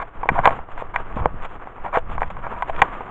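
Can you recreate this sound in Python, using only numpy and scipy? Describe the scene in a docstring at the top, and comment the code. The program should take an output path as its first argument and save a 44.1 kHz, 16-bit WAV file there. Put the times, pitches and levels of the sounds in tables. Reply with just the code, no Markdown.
"""A cross-country trail in soft snow, heard from a small camera on the skier's body.
Skis hiss and snow crunches under skis and poles; gear knocks and rubs on the camera's plastic case.
The strides buffet its dull microphone, which overloads on the hardest knocks."""
import sys
import numpy as np
from scipy import signal
from scipy.fft import rfft, irfft
from scipy.io import wavfile
from scipy.ndimage import uniform_filter1d

SR = 44100
rng = np.random.default_rng(int(sys.argv[2]) if len(sys.argv) > 2 else 0)


def generate_wav(sig):
    """Save sig (samples, or channels by samples) to the path in sys.argv[1] as 16-bit PCM at SR."""
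    pcm = np.round(np.clip(np.atleast_2d(sig).T, -1, 1) * 32767).astype(np.int16)
    wavfile.write(sys.argv[1], SR, pcm)


N = 136710

# air and body movement on the microphone: time_s, level_db
BUFFET_LEVELS = [(0, -31), (.15, -41), (.21, -27), (.26, -40.5), (.32, -23.5), (.58, -24), (.66, -43),
                 (.75, -30), (.87, -35.5), (.96, -28), (1.1, -29.5), (1.2, -17.5), (1.5, -35), (1.75, -37),
                 (1.84, -31.5), (1.95, -34), (2.15, -21), (2.32, -26), (2.62, -31), (2.8, -27.5),
                 (3.1, -39.5)]
# buffeting rumble: freq_hz, gain_db
BUFFET_SPECTRUM = [(3, -13.5), (9, 3.5), (18, -7), (80, -22.5), (150, -29), (700, -53), (3000, -84)]
# body bumping the camera: start_s, level_db, pitch_hz
BODY_BUMPS = [(0.303, -19.5, 130), (0.318, -13.5, 170), (0.395, -17, 110), (1.165, -16.5, 173),
              (1.206, -16, 70), (1.22, -19.5, 120), (1.259, -16.5, 140), (1.342, -23.5, 134)]
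# hiss of the gliding skis: time_s, level_db
GLIDE_LEVELS = [(0, -42.5), (.13, -43), (.22, -42), (.35, -32.5), (.57, -36), (.63, -47.5), (.68, -44),
                (.73, -38.5), (.9, -40), (1.0, -37.5), (1.26, -37), (1.315, -42.5), (1.38, -37),
                (1.58, -40), (1.79, -39.5), (1.84, -38), (2.08, -41), (2.16, -37.5), (2.34, -40),
                (2.42, -38.5), (2.58, -35), (2.66, -38), (2.74, -36), (2.81, -26.5), (2.87, -35),
                (2.94, -32), (3.1, -39)]
# ski sliding on snow: freq_hz, gain_db
GLIDE_SPECTRUM = [(100, -6), (600, -4), (1150, 0.5), (2000, -11.5), (2700, -16.5), (3500, -25.5),
                  (4500, -35), (7500, -38)]
# snow crushed under a ski or pole: start_s, length_s, level_db
SNOW_CRUNCHES = [(0.341, 0.048, -38), (0.492, 0.086, -40.5), (0.694, 0.043, -43), (0.775, 0.051, -37),
                 (1.143, 0.063, -39.5), (1.415, 0.049, -33), (1.478, 0.084, -44), (1.933, 0.058, -29),
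                 (2.1, 0.056, -37.5), (2.204, 0.036, -37), (2.253, 0.03, -39), (2.297, 0.022, -34),
                 (2.556, 0.069, -43.5), (2.675, 0.031, -33)]
# breaking snow crystals: freq_hz, gain_db
CRUNCH_SPECTRUM = [(150, -22.5), (500, 1.5), (1100, 5.5), (1800, -2.5), (2600, -6), (3500, -12.5),
                   (4500, -22), (7500, -23.5)]
# modes of the plastic case: freq_hz, level_db, t60_s
CASE_MODES = [(497, -5, .05), (662, -5, .06), (790, -1, .03), (925, -3, .04), (975, -4, .055),
              (1085, -4, .045), (1250, -10, .03), (1515, -5, .04), (1650, -6, .025), (1890, -6, .024),
              (2100, -9, .02), (2355, -4, .025), (3080, -22, .022), (3355, -19, .02)]
# cloth and strap rubbing the case: start_s, length_s, level_db, tilt_db_per_octave
CLOTH_RUBS = [(-.01, 0.037, -26.5, 3.5), (.347, 0.052, -21.5, -4), (0.433, 0.024, -19, 3),
              (0.46, 0.035, -19, 0.5), (.49, .055, -32, 0), (0.777, 0.05, -38, 4.5),
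              (0.936, 0.025, -30.5, 3.5), (1.154, 0.105, -34, -6.5), (1.836, .06, -30, -3.5),
              (1.924, 0.046, -21, -0.5), (2.429, 0.052, -31, 0), (2.528, 0.088, -34, -2)]
# one slip of cloth: freq_hz, gain_db
RUB_SPECTRUM = [(100, -33), (350, -24), (600, 1.5), (950, -9), (1400, -0.5), (2200, -15.5), (2800, -35.5),
                (3600, -28.5), (7500, -40)]
# gear striking the case: start_s, level_db, tilt_db_per_octave, spot_hz, ring_over_crack_db
GEAR_KNOCKS = [(0.0266, -27.5, 2.5, 640, 2), (0.2312, -21, -1, 938, 10), (0.257, -27, -6.5, 887, -9),
               (0.2889, -9.5, 1, 2043, 5), (0.39, -19, 2.5, 1700, -8), (0.3979, -28, 2, 1005, 7),
               (0.4556, -7, 6.5, 500, -6), (0.4606, -11.5, 4.5, 1050, -7.5), (0.4743, -7, -1.5, 710, -4.5),
               (0.4934, -30, 6.5, 990, -8), (0.5073, -26, 4.5, 1100, -18), (.59, -30.5, -1.5, 790, -5),
               (0.688, -40.5, -5, 785, -17), (0.778, -30.5, 4.5, 1600, -4), (0.8222, -27, -8, 500, -12),
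               (0.96, -16, 5.5, 1960, 3), (1.17, -25, -6.5, 1164, 5), (1.2574, -11.5, -2.5, 530, -8.5),
               (1.621, -40.5, 5.5, 1200, 9), (1.6721, -32, 1, 890, -5), (1.781, -36.5, -2, 800, -1),
               (1.86, -26.5, 3, 870, 4), (1.9488, -21.5, 4, 722, 0.5), (1.956, -20, 5, 630, 3.5),
               (1.9718, -12.5, -2, 567, 4), (2.1797, -24, 1.5, 1117, -2), (2.2073, -35, 9, 1900, -10),
               (2.2184, -17, 0, 750, -5.5), (2.2298, -23, -2.5, 1890, 12.5), (2.367, -32, 2, 1130, 7),
               (2.467, -26.5, -1.5, 790, -8), (2.522, -31, -6.5, 900, 8), (2.6231, -18, 5.5, 926, 2),
               (2.6944, -22, -1.5, 685, 16), (2.763, -33, 14, 1100, 4), (2.8181, -5.5, 6.5, 1985, 5.5),
               (2.8217, -7.5, -1.4, 843, -1.5), (3.007, -30, -2, 555, -1)]
# dry crack of a contact: freq_hz, gain_db
CRACK_SPECTRUM = [(80, -7), (300, -12), (600, 7.5), (1000, 7.5), (1500, -2.5), (2350, -6.5), (2800, -23.5),
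                  (4500, -28.5), (8000, -39.5)]
# microphone and its electronics: freq_hz, gain_db
MIC_RESPONSE = [(1000, 0.5), (3450, -3.5), (4000, -15), (4600, -17), (5050, -31), (5400, -56.5),
                (5900, -21), (7000, -8), (8000, -12), (8600, -58.5), (12000, -80.5)]


def undb(db):
    """Decibels to gain."""
    return 10 ** (np.asarray(db) / 20)


def unit(x):
    """Scale to rms 1."""
    return x / (np.std(x) + 1e-12)


def curve(points):
    """Gain over time from (time_s, level_db) points."""
    return undb(np.interp(np.arange(N) / SR, *np.array(points).T))


def add(out, start_s, x):
    """Mix x into out at start_s."""
    i = int(round(start_s * SR))
    x, i = x[max(-i, 0):], max(i, 0)
    out[i:i + len(x)] += x[:max(N - i, 0)]


def response(spectrum, tilt_db_per_octave=0, size=4096):
    """Minimum-phase impulse response of a spectrum, tilted through the midrange."""
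    hz, db = np.array(spectrum, float).T
    bins_hz = np.maximum(np.arange(size // 2 + 1) * SR / size, 1)
    gain_db = np.interp(np.log(bins_hz), np.log(np.sort(hz)), db)
    gain_db += tilt_db_per_octave * np.log2(np.clip(bins_hz, 400, 3000) / 1000)
    cepstrum = irfft(gain_db * np.log(10) / 20)
    cepstrum[1:size // 2] *= 2
    cepstrum[size // 2 + 1:] = 0
    return irfft(np.exp(rfft(cepstrum)))


def through(x, ir):
    """Pass x through an impulse response."""
    return signal.fftconvolve(x, ir)[:len(x)]


def grains(rate_per_s, scatter_db, count=N):
    """Random impulses, most weak, a few strong."""
    occurs = rng.random(count) < rate_per_s / SR
    strength = np.minimum(rng.exponential(size=count), 4)
    return occurs * undb(scatter_db * strength) * rng.choice([-1, 1], count)


def wander(rate_hz):
    """Smooth random drift, spread 1."""
    hold = max(int(SR / rate_hz), 1)
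    steps = rng.standard_normal(N)[np.arange(N) // hold]
    return unit(uniform_filter1d(steps, hold))


def stroke(length_s, attack_share=0.24, release_s=0.004, tail_s=0.08):
    """Swell, hold and release of one push."""
    t = np.arange(int((length_s + tail_s) * SR)) / SR
    swell = np.minimum(t / (attack_share * length_s), 1)
    return swell * np.exp(-np.maximum(t - length_s + release_s / 2, 0) / release_s)


def case_ring(tilt_db_per_octave, spot_hz, spot_db=11.5, spot_octaves=0.39):
    """Case modes after one tap; the struck spot favours those near spot_hz."""
    hz, db, t60_s = np.array(CASE_MODES, float).T[:, :, None]
    t = np.arange(4096) / SR
    boost_db = spot_db * np.exp(-(np.log2(hz / spot_hz) / spot_octaves) ** 2)
    gain = undb(db + tilt_db_per_octave * np.log2(hz / 1000) + boost_db)
    sign = (-1) ** np.arange(len(CASE_MODES))[:, None]  # neighbours in antiphase
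    decay = np.exp(-np.log(1000) * t / t60_s)
    return unit(np.sum(sign * gain * np.sin(2 * np.pi * hz * t) * decay, axis=0))


def wall_delay(x, centre_hz, width_hz):
    """Allpass: the case wall delays the midrange, spreading a tap over a few cycles."""
    radius = np.exp(-np.pi * width_hz / SR)
    feedback = [1, -2 * radius * np.cos(2 * np.pi * centre_hz / SR), radius * radius]
    return signal.lfilter(feedback[::-1], feedback, x)


def buffeting():
    """Air and body movement rumble on the microphone, swelling with each stride."""
    rumble = through(rng.standard_normal(2 * N), response(BUFFET_SPECTRUM, size=32768))[N:]
    return curve(BUFFET_LEVELS) * unit(rumble)


def body_bumps(rise_cycles=0.22, length_s=0.08):
    """The body bumps the camera: soft, heavily damped low pulses."""
    out = np.zeros(N)
    t = np.arange(int(length_s * SR)) / SR
    for start_s, level_db, pitch_hz in BODY_BUMPS:
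        age = pitch_hz * t / rise_cycles
        envelope = age * np.exp(1 - age)
        add(out, start_s, undb(level_db) * envelope * np.sin(2 * np.pi * pitch_hz * t))
    return out


def ski_glide(flutter_db=3, ring_db=-17.5, dull_hz=1300):
    """Grains slide under the skis and faintly ring the case; the hiss brightens under load."""
    ring = undb(ring_db) * case_ring(tilt_db_per_octave=-4.5, spot_hz=1080)
    grain_ir = unit(response(GLIDE_SPECTRUM)) + ring
    scrape = through(grains(rate_per_s=2800, scatter_db=2), grain_ir)
    hiss = unit(scrape * undb(flutter_db * wander(rate_hz=44.53)))  # flutters with the track
    dull = signal.filtfilt(*signal.butter(1, dull_hz, fs=SR), hiss)
    load = curve(GLIDE_LEVELS)
    brightness = (load / np.median(load)) ** 0.32
    return load * (dull + brightness * (hiss - dull))


def snow_crunches():
    """Snow crystals break in short showers under each push."""
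    push = np.zeros(N)
    for start_s, length_s, level_db in SNOW_CRUNCHES:
        add(push, start_s, undb(level_db) * stroke(length_s))
    fractures = grains(rate_per_s=1300, scatter_db=3)
    return push * unit(through(fractures, response(CRUNCH_SPECTRUM)))


def cloth_rubs(ring_db=3):
    """Cloth sticks and slips on the case: dense ticks drive its modes."""
    out = np.zeros(N)
    for start_s, length_s, level_db, tilt_db_per_octave in CLOTH_RUBS:
        slips = grains(rate_per_s=1900, scatter_db=3.5, count=16384)
        ring = undb(ring_db) * case_ring(tilt_db_per_octave, spot_hz=995)
        slip_ir = unit(response(RUB_SPECTRUM, tilt_db_per_octave)) + ring
        envelope = stroke(length_s)
        friction = unit(through(slips, slip_ir)[-len(envelope):])
        add(out, start_s, undb(level_db) * envelope * friction)
    return out


def gear_knocks(blow_s=0.01):
    """Gear strikes the case: a dry crack and a short ring."""
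    out = np.zeros(N)
    for start_s, level_db, tilt_db_per_octave, spot_hz, ring_over_crack_db in GEAR_KNOCKS:
        crack = unit(response(CRACK_SPECTRUM, tilt_db_per_octave))
        ring = undb(ring_over_crack_db) * case_ring(tilt_db_per_octave, spot_hz)
        hit = wall_delay(crack, centre_hz=1040, width_hz=930) + ring
        hit *= np.sqrt(blow_s * SR / np.sum(hit ** 2))  # energy of rms 1 over blow_s
        add(out, start_s, undb(level_db) * hit)
    return out


def scene():
    """All sources at one microphone."""
    return (gear_knocks() + cloth_rubs() + snow_crunches() + ski_glide() + body_bumps() + buffeting())[None]


def record(dry):
    """The microphone overloads on the hardest knocks; the electronics dull, clip and band-limit."""
    overload_at, top_hz = 0.91, 16500
    overloaded = np.clip(dry[0], -overload_at, overload_at)
    dulled = through(overloaded, response(MIC_RESPONSE))
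    lowpass = signal.ellip(8, .2, 70, top_hz, fs=SR, output="sos")
    return signal.sosfilt(lowpass, np.clip(dulled, -1, 1))[None]


dry = scene()
out = record(dry)
generate_wav(out)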